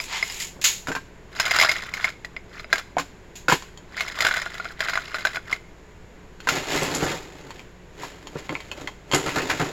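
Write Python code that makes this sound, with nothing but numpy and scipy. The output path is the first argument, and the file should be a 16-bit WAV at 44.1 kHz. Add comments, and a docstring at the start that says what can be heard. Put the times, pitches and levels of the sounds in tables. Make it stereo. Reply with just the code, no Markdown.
"""A cup hisses and drags through loose ice while an appliance hums: shaped crackle over noise and motor tones.
Ice is tipped twice into a glass mug: damped modal clinks over finer ticks. Before, between and after,
a plastic tub is knocked (lower modes), with noise thuds through the stone counter and far clacks.
Small things are tapped; late on, a bag of ice is rummaged and shaken and a carton moved: crinkle, snaps, rumble.
Noise-built reflections and tail make the small, hard kitchen; two microphone ports colour the result."""
import sys
import numpy as np
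from scipy import signal
from scipy.fft import rfft, irfft
from scipy.io import wavfile

SR = 44100
rng = np.random.default_rng(int(sys.argv[2]) if len(sys.argv) > 2 else 0)


def wav_out(sig):
    """Save sig, one row per channel (or a flat mono array), as 16-bit PCM at SR to the path in sys.argv[1]."""
    wavfile.write(sys.argv[1], SR, np.round(np.clip(np.atleast_2d(sig).T, -1, 1) * 32767).astype(np.int16))


N = 428652

# strokes of the cup through loose ice: (start [s], length [s], hiss [dB], drag [dB])
CUP_STROKES = [(0, 0.052, -35, -55), (0.13, 0.048, -41, -36.5), (0.24, 0.13, -39.5, -48.5),
               (0.41, 0.015, -29.5, -49)]
# loud cubes striking the mug: (time [s], level [dB], favoured ring [Hz], treble cue [dB])
MUG_CLINKS = [(0.001, -15, 2290, -15), (0.227, -11.5, 2120, -28), (0.299, -20.5, 2070, -3),
              (1.399, -1.5, 1570, 4.5), (1.461, -11.5, 2150, 0), (1.509, -8.5, 2090, -5),
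              (1.587, -2.5, 1560, -15), (1.599, -2, 2050, 2), (1.612, -0.5, 2100, -1),
              (1.624, -4, 2090, -10), (1.648, -3.5, 1410, -19), (1.693, -6, 2160, -14),
              (1.715, -8.5, 1910, -1), (1.763, -18.5, 2010, -17), (1.938, -14.5, 2150, -4),
              (2.044, -5.5, 2140, -19), (2.247, -21, 1940, -15), (2.365, -21, 2200, -31),
              (2.596, -24.5, 1780, -23), (2.644, -27, 1010, -40), (2.728, 0.5, 1613, -18.5),
              (2.781, -16, 1580, -3), (4.007, -9.5, 2144, -10.5), (4.081, -18, 2184, -0.5),
              (4.206, -5.5, 2160, -5), (4.249, -4, 1600, -15), (4.266, -5.5, 1494, -26),
              (4.311, -9.5, 1490, -23), (4.339, -11.5, 1530, -14), (4.372, -12, 1514, -40),
              (4.462, -16, 1440, -42), (4.599, -15, 1395, -38), (4.654, -17, 1400, -42),
              (4.805, -7.5, 1620, -16), (4.885, -10, 1556, -20), (4.934, -11, 1570, -33),
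              (4.955, -13, 1690, -23), (4.975, -8, 1445, -39), (5.144, -11.5, 1472, -25),
              (5.184, -17.5, 1530, -16), (5.251, -1.5, 1550, -22.5), (5.27, -10.5, 1640, -21),
              (5.358, -14.5, 1610, -15), (5.37, -13.5, 1470, -44), (5.528, -9, 2100, -20)]
# dull bumps carried by the counter: (time [s], level [dB])
COUNTER_THUDS = [(0.56, -40), (0.588, -41), (0.882, -26.5), (0.897, -24), (2.728, -31.5), (2.966, -37),
                 (3.483, -24.5), (3.52, -16.5), (6.819, -19.5), (7.028, -22.5), (8.354, -25),
                 (8.496, -27.5), (8.518, -26), (8.81, -34)]
# hard clacks across the kitchen: (time [s], level [dB])
FAR_CLACKS = [(0.614, -28), (0.641, -10), (3.355, -37.5)]
# blows on the plastic tub: (time [s], level [dB], favoured ring [Hz], treble cue [dB])
TUB_KNOCKS = [(0.871, -16, 1473, -11), (0.884, -14, 1460, -13), (0.917, -14.5, 1555, -15),
              (0.951, -13, 1520, -11), (0.964, -15, 1600, -41), (2.968, -9, 700, -41),
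              (2.983, -9.5, 1740, -17), (2.996, -13, 1190, -9), (3.483, -2, 1485, -18),
              (3.498, -3, 1410, -13), (3.516, -6.5, 1630, -13), (3.523, -0.5, 1007, -11),
              (3.538, -13, 1520, 0), (6.472, -8.5, 1550, -17), (6.488, -2.5, 1430, -2),
              (8.034, -20, 993, -14)]
# batches of cubes sliding into the mug: (start [s], length [s], level [dB])
ICE_SLIDES = [(1.4, .37, -31.5), (1.54, 0.11, -27.5), (1.77, 0.12, -43.5), (1.96, .12, -35.5),
              (2.55, 0.054, -45.5), (2.755, 0.037, -36.5), (3.98, 0.048, -35), (4.04, .16, -42),
              (4.21, 0.069, -28.5), (4.29, 0.13, -35), (4.42, 0.29, -44), (4.83, 0.15, -35.5),
              (5.02, 0.34, -41.5), (5.5, 0.042, -40.5)]
# light taps of things being handled: (time [s], level [dB], favoured ring [Hz], treble cue [dB])
LIGHT_TAPS = [(3.6228, -30, 6820, -4), (3.7742, -35.5, 6940, -6), (6.4028, -31.5, 1480, 6),
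              (7.5054, -28.5, 1800, -6), (7.5936, -33, 2330, -12), (8.2707, -29.5, 6860, -5),
              (8.4931, -21, 2160, -24), (8.5525, -20, 2220, -29), (8.6036, -30, 2190, -6),
              (8.7146, -23, 2580, -6), (8.8738, -19.5, 2070, -15.5), (9.1142, -19, 7100, -1),
              (9.1232, -18, 7160, 0), (9.1354, -15, 6850, -18)]
# rustles of bag and carton being handled: (start [s], length [s], crinkle [dB], rumble [dB])
BAG_RUSTLES = [(6.52, 0.06, -26.5, -33), (6.7, 0.11, -25, -31), (6.87, .26, -29.5, -31.5),
               (7.2, 0.39, -47.5, -47), (8.01, 0.045, -37, -42.5), (8.15, 0.65, -49.5, -50.5),
               (8.37, .02, -40.5, -48), (8.51, 0.034, -43, -48), (8.78, 0.053, -41, -39.5),
               (9.14, 0.55, -35, -35.5), (9.39, 0.024, -34.5, -34.5)]
# jolts of the bag, its ice shifting: (time [s], level [dB], thump re level [dB], film snap re level [dB])
BAG_JOLTS = [(6.739, -18, -9, -1.5), (6.817, -27.5, -10, 9), (6.947, -29, -12, 10.5),
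             (7.024, -15.5, -8.5, -8), (9.132, -5.5, -13, -6.5), (9.259, -8.5, -18.5, -37),
             (9.356, -5, -15.5, -39), (9.496, -5, -23, -40), (9.596, -6.5, -13, -35)]

# modes of the ice-filled mug: (nominal frequency [Hz], level [dB], t60 [s])
MUG_MODES = [(650, -2, 0.054), (870, -17, 0.024), (1240, 4, 0.024), (1410, -5.5, 0.043), (1523, -2, 0.042),
             (2100, 4, 0.024), (2209, 4, 0.018), (2640, -7.5, 0.028), (3420, 3, 0.013), (3960, -3, 0.026),
             (4164, -3.5, 0.027), (4966, -3, 0.051), (5160, -5.5, 0.03), (5850, -22, 0.024),
             (6880, -24, 0.089), (9300, 0, 0.041), (12200, -26, .02), (14200, -24, .01)]
# modes of the plastic tub: (nominal frequency [Hz], level [dB], t60 [s])
TUB_MODES = [(166.4, -1.5, 0.1), (276.7, -5, 0.13), (486, 2.5, 0.079), (728, 2.5, 0.034), (1008, 16, 0.032),
             (1400, -0.5, 0.064), (1490, 2.5, 0.062), (1860, -5, 0.019), (2280, -1, 0.044),
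             (3140, -10, 0.022), (4200, -27, 0.024), (7150, -13.5, 0.1)]
# modes of small hard things: (nominal frequency [Hz], level [dB], t60 [s])
TRINKET_MODES = [(520, -7, 0.083), (1040, 14, 0.014), (2210, 4, 0.012), (2710, -1, 0.023), (3140, 2, 0.019),
                 (4430, -10, 0.04), (7220, -16, 0.019)]

# contact noise of a blow: (frequency [Hz], level [dB])
CRACK_SPECTRUM = [(100, 1), (400, 0.5), (900, 13), (1600, 14.5), (3500, 1), (7000, -2), (15000, 4)]
# ice hissing along the cup: (frequency [Hz], level [dB])
SCRAPE_SPECTRUM = [(150, -25), (900, -18), (2200, -2), (4000, -6), (7000, -2), (11000, 2.5), (15000, 3)]
# drone of the cup pushed into ice: (frequency [Hz], level [dB])
DRAG_SPECTRUM = [(300, -34), (950, 3), (1300, -1), (2200, 2.5), (4000, -5.5), (8000, -11.5)]
# thuds and bag rumble: (frequency [Hz], level [dB])
RUMBLE_SPECTRUM = [(40, -11), (100, -3.5), (170, -1.5), (235, -6.5), (300, 1.5), (380, 0), (520, -5),
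                   (800, -10.5), (1500, -15), (5000, -66)]
# far clacks: (frequency [Hz], level [dB])
CLACK_SPECTRUM = [(150, -33), (600, -12), (1300, 0), (2000, 2), (3200, 3.5), (5500, 1), (6500, 8.5),
                  (7400, 4), (10000, 5.5), (11500, 7.5), (15000, 11)]
# crinkling film: (frequency [Hz], level [dB])
CRINKLE_SPECTRUM = [(200, -31), (600, 4), (1000, 4), (1900, 2.5), (3000, -3), (5000, -6), (7000, -7.5),
                    (11000, -4.5), (15000, -2)]
# snapping film: (frequency [Hz], level [dB])
FILM_SPECTRUM = [(1500, -21), (4000, -8), (7000, 0), (11500, 4), (15000, -9)]
# fan rush: (frequency [Hz], level [dB])
AIR_SPECTRUM = [(25, 6), (55, -7), (90, 1), (170, -4), (260, -8.5), (400, -8), (550, -14), (800, -22.5),
                (1000, -22.5), (1300, -32), (2200, -34.5), (4000, -37), (7000, -35.5), (15000, -31.5)]
# motor tones: (frequency [Hz], rms level [dB])
MOTOR_TONES = [(53.8, -54.5), (178, -61), (361, -65.5), (425, -64.5)]
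# decay of the room's tail by band: (from [Hz], to [Hz], t60 [s])
ROOM_BANDS = [(101, 1700, 0.089), (477, 2000, 0.17), (2160, 20800, 0.41), (8600, 16000, 0.083)]
# resonances of the left microphone port: (frequency [Hz], gain [dB])
LEFT_PORT_GAIN = [(100, 2.5), (700, 5), (1400, -0.5), (2000, -4.5), (2700, 2), (3800, 6), (5200, 7),
                  (7200, -2.5), (8500, -18.5), (9800, -5.5), (10600, -10.5), (11800, -2), (13000, -17.5),
                  (14300, -16.5)]
# resonances of the right microphone port: (frequency [Hz], gain [dB])
RIGHT_PORT_GAIN = [(100, 0.5), (700, 4), (1200, 1), (1600, 6), (2100, 10), (3000, 8), (4000, 7.5),
                   (5900, 0), (6950, 13.5), (7700, 4.5), (8500, -15.5), (11000, -17.5), (15000, -23)]

# builds rise by 60 dB, t60s fall by 60 dB
STROKE_BUILD_S, STROKE_T60_S = 0.24, 0.25
SLIDE_BUILD_S, SLIDE_T60_S = 0.18, 0.13
RUSTLE_BUILD_S, RUSTLE_T60_S = 0.2, 0.4
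JOLT_ATTACK_S, JOLT_T60_S = 0.021, 0.16
CLINK_PAN_DB, CLINK_SCATTER_DB = 0.8, 2  # left minus right; cubes land round the wall
AIR_RMS_DB = -48
TOP_HZ = 15900
TIME_S = np.arange(N) / SR
RING_TIME_S = TIME_S[:SR // 8]
ROOM_TIME_S = TIME_S[:SR // 2]


def undb(db):
    """Decibels to gain."""
    return 10 ** (np.asarray(db) / 20)


def unit(x):
    """Scale to rms 1."""
    return x / np.sqrt(np.mean(x ** 2))


def fade(t_s, t60_s):
    """Free decay, 60 dB down after t60."""
    return np.exp(-np.log(1000) * t_s / max(t60_s, 1e-3))


def convolve(x, response):
    """Pass sound through a response, keeping its length."""
    return signal.fftconvolve(np.atleast_2d(x), np.atleast_2d(response), axes=-1)[:, :x.shape[-1]]


def colour(x, points, size=4096):
    """Minimum-phase filter through (Hz, dB) points, by folding the cepstrum."""
    hz, db = np.transpose(points)
    grid_hz = np.maximum(np.arange(size // 2 + 1) * SR / size, 1)
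    grid_db = np.interp(np.log(grid_hz), np.log(hz), db)
    cepstrum = irfft(np.log(undb(grid_db)))
    cepstrum[1:size // 2] *= 2
    cepstrum[size // 2 + 1:] = 0
    return convolve(x, irfft(np.exp(rfft(cepstrum))))


def add(out, start_s, sound):
    """Mix a sound in at a time."""
    start = max(int(start_s * SR), 0)
    out[:, start:start + sound.shape[1]] += sound[:, :N - start]


def sides(pan_db):
    """Left and right gains for a level difference."""
    return undb(np.array([[1], [-1]]) * pan_db / 2)


def from_left(x, delay_samples=9):
    """Sound from the left reaches the right port a few samples late."""
    return np.vstack([x[0], np.pad(x[1], (delay_samples, 0))[:N]])


def gestures(table, build_s, t60_s, axis=2):
    """Gain over time of movements that build up, hold for their length and die away."""
    power = 0
    for row in table:
        t_s = TIME_S - row[0]
        build = fade(np.clip(-t_s, 0, 1), build_s)
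        release = fade(np.clip(t_s - row[1], 0, 1), t60_s)
        power = power + (undb(row[axis]) * build * release) ** 2
    return np.sqrt(power)


def grains(rate_hz, spread_db):
    """Random tiny impacts, most weak and a few strong."""
    size = undb(spread_db * np.minimum(rng.exponential(size=N), 3.5))
    return (rng.random(N) < rate_hz / SR) * size * rng.choice([-1, 1], N)


def crackle(rate_hz, spread_db, t60_s, shared):
    """Dense tiny snaps, each a brief noise burst that the two ports partly share."""
    power = convolve(grains(rate_hz, spread_db) ** 2, fade(RING_TIME_S, t60_s) ** 2)
    noise = rng.standard_normal((3, N))
    return np.sqrt(abs(power)) * (noise[:2] + shared * noise[2])


def chinks(rate_hz, centre_hz, spread, t60_s, spread_db, size=600):
    """Single cubes tick, each briefly at its own pitch and from its own place."""
    count = int(rate_hz * N / SR)
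    when, strength, turn, side = rng.random((count, 4)).T[:, :, None]
    hz = np.clip(centre_hz * np.exp(spread * rng.standard_normal((count, 1))), 300, SR / 3)
    t_s = TIME_S[:size]
    strength_gain = undb(-spread_db * np.log(np.maximum(strength, 0.04)))
    envelope = strength_gain * fade(t_s, t60_s) * (1 - fade(t_s, 0.002))
    index = ((when * (N - size)).astype(int) + np.arange(size)).ravel()
    phase = 2 * np.pi * (hz * t_s + turn)
    channels = []
    for lag in (-1, 1):
        ticks = envelope * np.sin(phase + lag * (side - 0.5))
        channels.append(np.bincount(index, ticks.ravel(), N))
    return np.array(channels)


def strike(modes, ring_hz, treble_db, focus_db, crack_db, crack_t60_s, skew_rad):
    """One blow: contact favours modes near ring_hz, tunes the nearest to it; hard contact adds treble."""
    hz, db, t60_s = np.transpose(modes)
    chance = rng.standard_normal((4, len(hz)))
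    hardness_db = 0.5 * np.clip(treble_db + 20.5, -16, 16)
    favour_db = focus_db * np.exp(-(np.log(hz / ring_hz) / 0.12) ** 2)
    db = db + favour_db + hardness_db * (hz > 2900) + 2 * chance[0]
    nearest = np.arange(len(hz)) == np.argmin(abs(hz - ring_hz))
    hz = hz * (1 + 0.038 * np.minimum(1, 1700 / hz) ** 1.14 * chance[1])  # low modes stray most
    hz = np.where(nearest, ring_hz, hz)
    phase = skew_rad * (chance[2:] - chance[2:].mean(0))  # modes radiate differently to the ports
    turns = hz[:, None] * RING_TIME_S + rng.random((len(hz), 1))
    waves = np.sin(2 * np.pi * turns + phase[:, :, None])
    ring = (waves * undb(db[:, None] - 60 * RING_TIME_S / t60_s[:, None])).sum(1)

    noise = rng.standard_normal((3, len(RING_TIME_S)))
    crack_tone = [(f, level + hardness_db * (f > 2500)) for f, level in CRACK_SPECTRUM]
    crack = colour((noise[:2] + 1.22 * noise[2]) * fade(RING_TIME_S, crack_t60_s), crack_tone)
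    crack_gain = undb(crack_db + 1.1 * hardness_db)
    contact = 1 - fade(RING_TIME_S, 0.0012)  # the edge crushes before full force
    return undb(-23) * unit(contact * (unit(ring) + crack_gain * unit(crack)))


def blows(table, modes, **contact):
    """Play a table of blows on one object."""
    out = np.zeros((2, N))
    for s, db, hz, treble_db in table:
        add(out, s, undb(db) * strike(modes, hz, treble_db, **contact))
    return out


def appliance():
    """Steady fan rush and a few gently wavering motor tones."""
    noise = rng.standard_normal((3, N))
    apart = colour(noise[:2], [(50, -14.5), (400, -3.5), (1500, 20.5), (5000, 4.5)])
    out = undb(AIR_RMS_DB) * unit(colour(apart + noise[2], AIR_SPECTRUM))
    knots_s = np.arange(0, N / SR + 1, 0.15)
    for hz, db in MOTOR_TONES:
        waver = np.interp(TIME_S, knots_s, rng.standard_normal(len(knots_s)))
        out = out + undb(db) * np.sqrt(2) * np.sin(2 * np.pi * hz * TIME_S + 0.68 * waver)
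    return out


def scoop():
    """Loose ice hisses along the cup, which drones when it is pushed in harder."""
    hiss = colour(crackle(rate_hz=3600, spread_db=9.5, t60_s=0.045, shared=0.45), SCRAPE_SPECTRUM)
    drag = colour(crackle(rate_hz=1800, spread_db=1.5, t60_s=0.014, shared=1.0), DRAG_SPECTRUM)
    hiss_gain = gestures(CUP_STROKES, STROKE_BUILD_S, STROKE_T60_S)
    drag_gain = gestures(CUP_STROKES, STROKE_BUILD_S, STROKE_T60_S, axis=3)
    return undb(5.0) * (unit(hiss) * hiss_gain + unit(drag) * drag_gain)


def mug_modes(s):
    """The glass wall's 5 kHz ring is muffled as the ice rises to the rim."""
    open_db = np.interp(s, [0.3, 1.5, 2.7], [17, 7, -4])
    return [(hz, db + open_db * (4700 < hz < 5500), t60_s) for hz, db, t60_s in MUG_MODES]


def clinks():
    """Cubes hit the glass wall and each other: short modal rings with a crack of noise."""
    out = np.zeros((2, N))
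    for s, db, hz, treble_db in MUG_CLINKS:
        sound = strike(mug_modes(s), hz, treble_db, focus_db=21, crack_db=-7.0,
                       crack_t60_s=0.057, skew_rad=0.35)
        pan_db = CLINK_PAN_DB + CLINK_SCATTER_DB * rng.standard_normal()
        add(out, s, undb(db) * sides(pan_db) * sound)
    return out


def thuds():
    """Soft, heavy contacts that rumble briefly."""
    out = np.zeros((2, N))
    envelope = (1 - fade(RING_TIME_S, 0.042)) * fade(RING_TIME_S, 0.058)
    for s, db in COUNTER_THUDS:
        noise = rng.standard_normal((3, len(RING_TIME_S)))
        add(out, s, undb(db) * (noise[:2] + 2 * noise[2]) * envelope)
    return colour(out, RUMBLE_SPECTRUM)


def far_clacks():
    """Sharp blows heard mostly by way of the walls: decaying noise, separate in each channel."""
    out = np.zeros((2, N))
    decay = fade(ROOM_TIME_S, 0.25) + undb(-43) * fade(ROOM_TIME_S, 0.28)
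    for s, db in FAR_CLACKS:
        add(out, s, undb(db) * decay * rng.standard_normal((2, len(ROOM_TIME_S))))
    return colour(out, CLACK_SPECTRUM)


def tub_knocks():
    """Blows ring the plastic tub's modes."""
    return blows(TUB_KNOCKS, TUB_MODES, focus_db=20.0, crack_db=-6.0, crack_t60_s=0.097, skew_rad=0.38)


def tumbling_ice(count=10):
    """Cubes tick at several places on the glass and on each other; a fuller mug rings lower."""
    rattle = 0
    tilt_db = np.interp(TIME_S, [4.1, 4.5], [1, -10])  # per octave
    for hz in np.geomspace(1350, 2200, count):
        contact = strike(MUG_MODES, hz, treble_db=-14.0, focus_db=23, crack_db=-1.0,
                         crack_t60_s=0.039, skew_rad=1.0)
        hits = grains(rate_hz=40, spread_db=5.5) * undb(tilt_db * np.log2(hz / 1700))
        rattle = rattle + convolve(hits, contact)
    cubes = chinks(rate_hz=350, centre_hz=1500, spread=0.15, t60_s=0.011, spread_db=5.5)
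    chips = chinks(rate_hz=620, centre_hz=3620, spread=0.3, t60_s=0.0067, spread_db=6.5)
    mix = undb(2.5) * unit(rattle) + undb(-1.5) * unit(cubes) + undb(-11.5) * unit(chips)
    return mix * gestures(ICE_SLIDES, SLIDE_BUILD_S, SLIDE_T60_S)


def light_taps():
    """Small hard things ring briefly when handled."""
    return blows(LIGHT_TAPS, TRINKET_MODES, focus_db=14, crack_db=-8.5, crack_t60_s=0.045, skew_rad=0.74)


def bag():
    """Film crinkles while the cubes inside tick and rumble.

    Every jolt swells these three; the earlier ones also snap the film, the later shakes hardly at all.
    """
    rustle = gestures(BAG_RUSTLES, RUSTLE_BUILD_S, RUSTLE_T60_S)
    rumble_gain = undb(-3.0) * gestures(BAG_RUSTLES, RUSTLE_BUILD_S, RUSTLE_T60_S, axis=3)
    jolt, snap_gain = 0, 0
    for s, db, thump_db, snap_db in BAG_JOLTS:
        t_s = np.maximum(TIME_S - s, 0)
        swell = undb(db) * (1 - fade(t_s, JOLT_ATTACK_S)) * fade(t_s, JOLT_T60_S)
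        jolt = jolt + swell
        rumble_gain = rumble_gain + undb(-3 + thump_db) * swell
        snap_gain = snap_gain + undb(-4.0 + snap_db) * swell
    crinkle = colour(crackle(rate_hz=1300, spread_db=4.5, t60_s=0.021, shared=0.38), CRINKLE_SPECTRUM)
    cubes = chinks(rate_hz=650, centre_hz=1600, spread=0.288, t60_s=0.014, spread_db=4.5)
    snap = colour(crackle(rate_hz=1400, spread_db=9.0, t60_s=0.0071, shared=0.37), FILM_SPECTRUM)
    rumble = colour(crackle(rate_hz=330, spread_db=1.0, t60_s=0.055, shared=3.9), RUMBLE_SPECTRUM)
    crinkle_gain = undb(-1.5) * rustle + undb(-17.5) * jolt
    cubes_gain = undb(-14) * rustle + undb(-16) * jolt
    return (unit(crinkle) * crinkle_gain + unit(cubes) * cubes_gain
            + unit(snap) * snap_gain + unit(rumble) * rumble_gain)


def kitchen(x, early_db, tail_db):
    """Quick reflections from the splashback and appliances, then the room's tail."""
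    t_s = ROOM_TIME_S
    noise = rng.standard_normal((2, len(t_s)))
    tail = 0
    for low_hz, high_hz, t60_s in ROOM_BANDS:
        band_hz = [low_hz, min(high_hz, SR * 0.45)]
        band = signal.butter(2, band_hz, "band", fs=SR, output="sos")
        tail = tail + signal.sosfilt(band, noise) * fade(t_s, t60_s)
    tail = tail * (1 - fade(t_s, 0.096))
    early = rng.standard_normal((2, len(t_s))) * (rng.random((2, len(t_s))) < 0.04)
    early = early * fade(t_s, 0.11) * (t_s > 0.0015)
    response = 0
    for part, db in [(early, early_db), (tail, tail_db)]:
        response = response + undb(db) * part / np.linalg.norm(part, axis=1, keepdims=True)
    return x + convolve(x, response)


def scene():
    """The mug stands close to the microphone; tub and bag are further off and wetter."""
    mug = undb(-1.0) * clinks() + undb(-0.5) * tumbling_ice()
    tub = tub_knocks() + undb(17.0) * thuds()
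    handling = undb(4) * light_taps() + scoop() + undb(-4.0) * far_clacks() + bag()
    aside = from_left(handling) * sides(-0.45)
    near = kitchen(mug, early_db=-9.5, tail_db=-17.0)
    far = kitchen(tub + aside, early_db=-6.5, tail_db=-12.5)
    return near + far + appliance()


def record(dry):
    """Each port colours its channel; the loudest peaks are rounded and the top is cut."""
    ports = np.vstack([colour(dry[0], LEFT_PORT_GAIN), colour(dry[1], RIGHT_PORT_GAIN)])
    top_cut = signal.ellip(8, 0.2, 70, TOP_HZ, fs=SR, output="sos")
    return signal.sosfilt(top_cut, np.tanh(ports))


dry = scene()
out = record(dry)
wav_out(out)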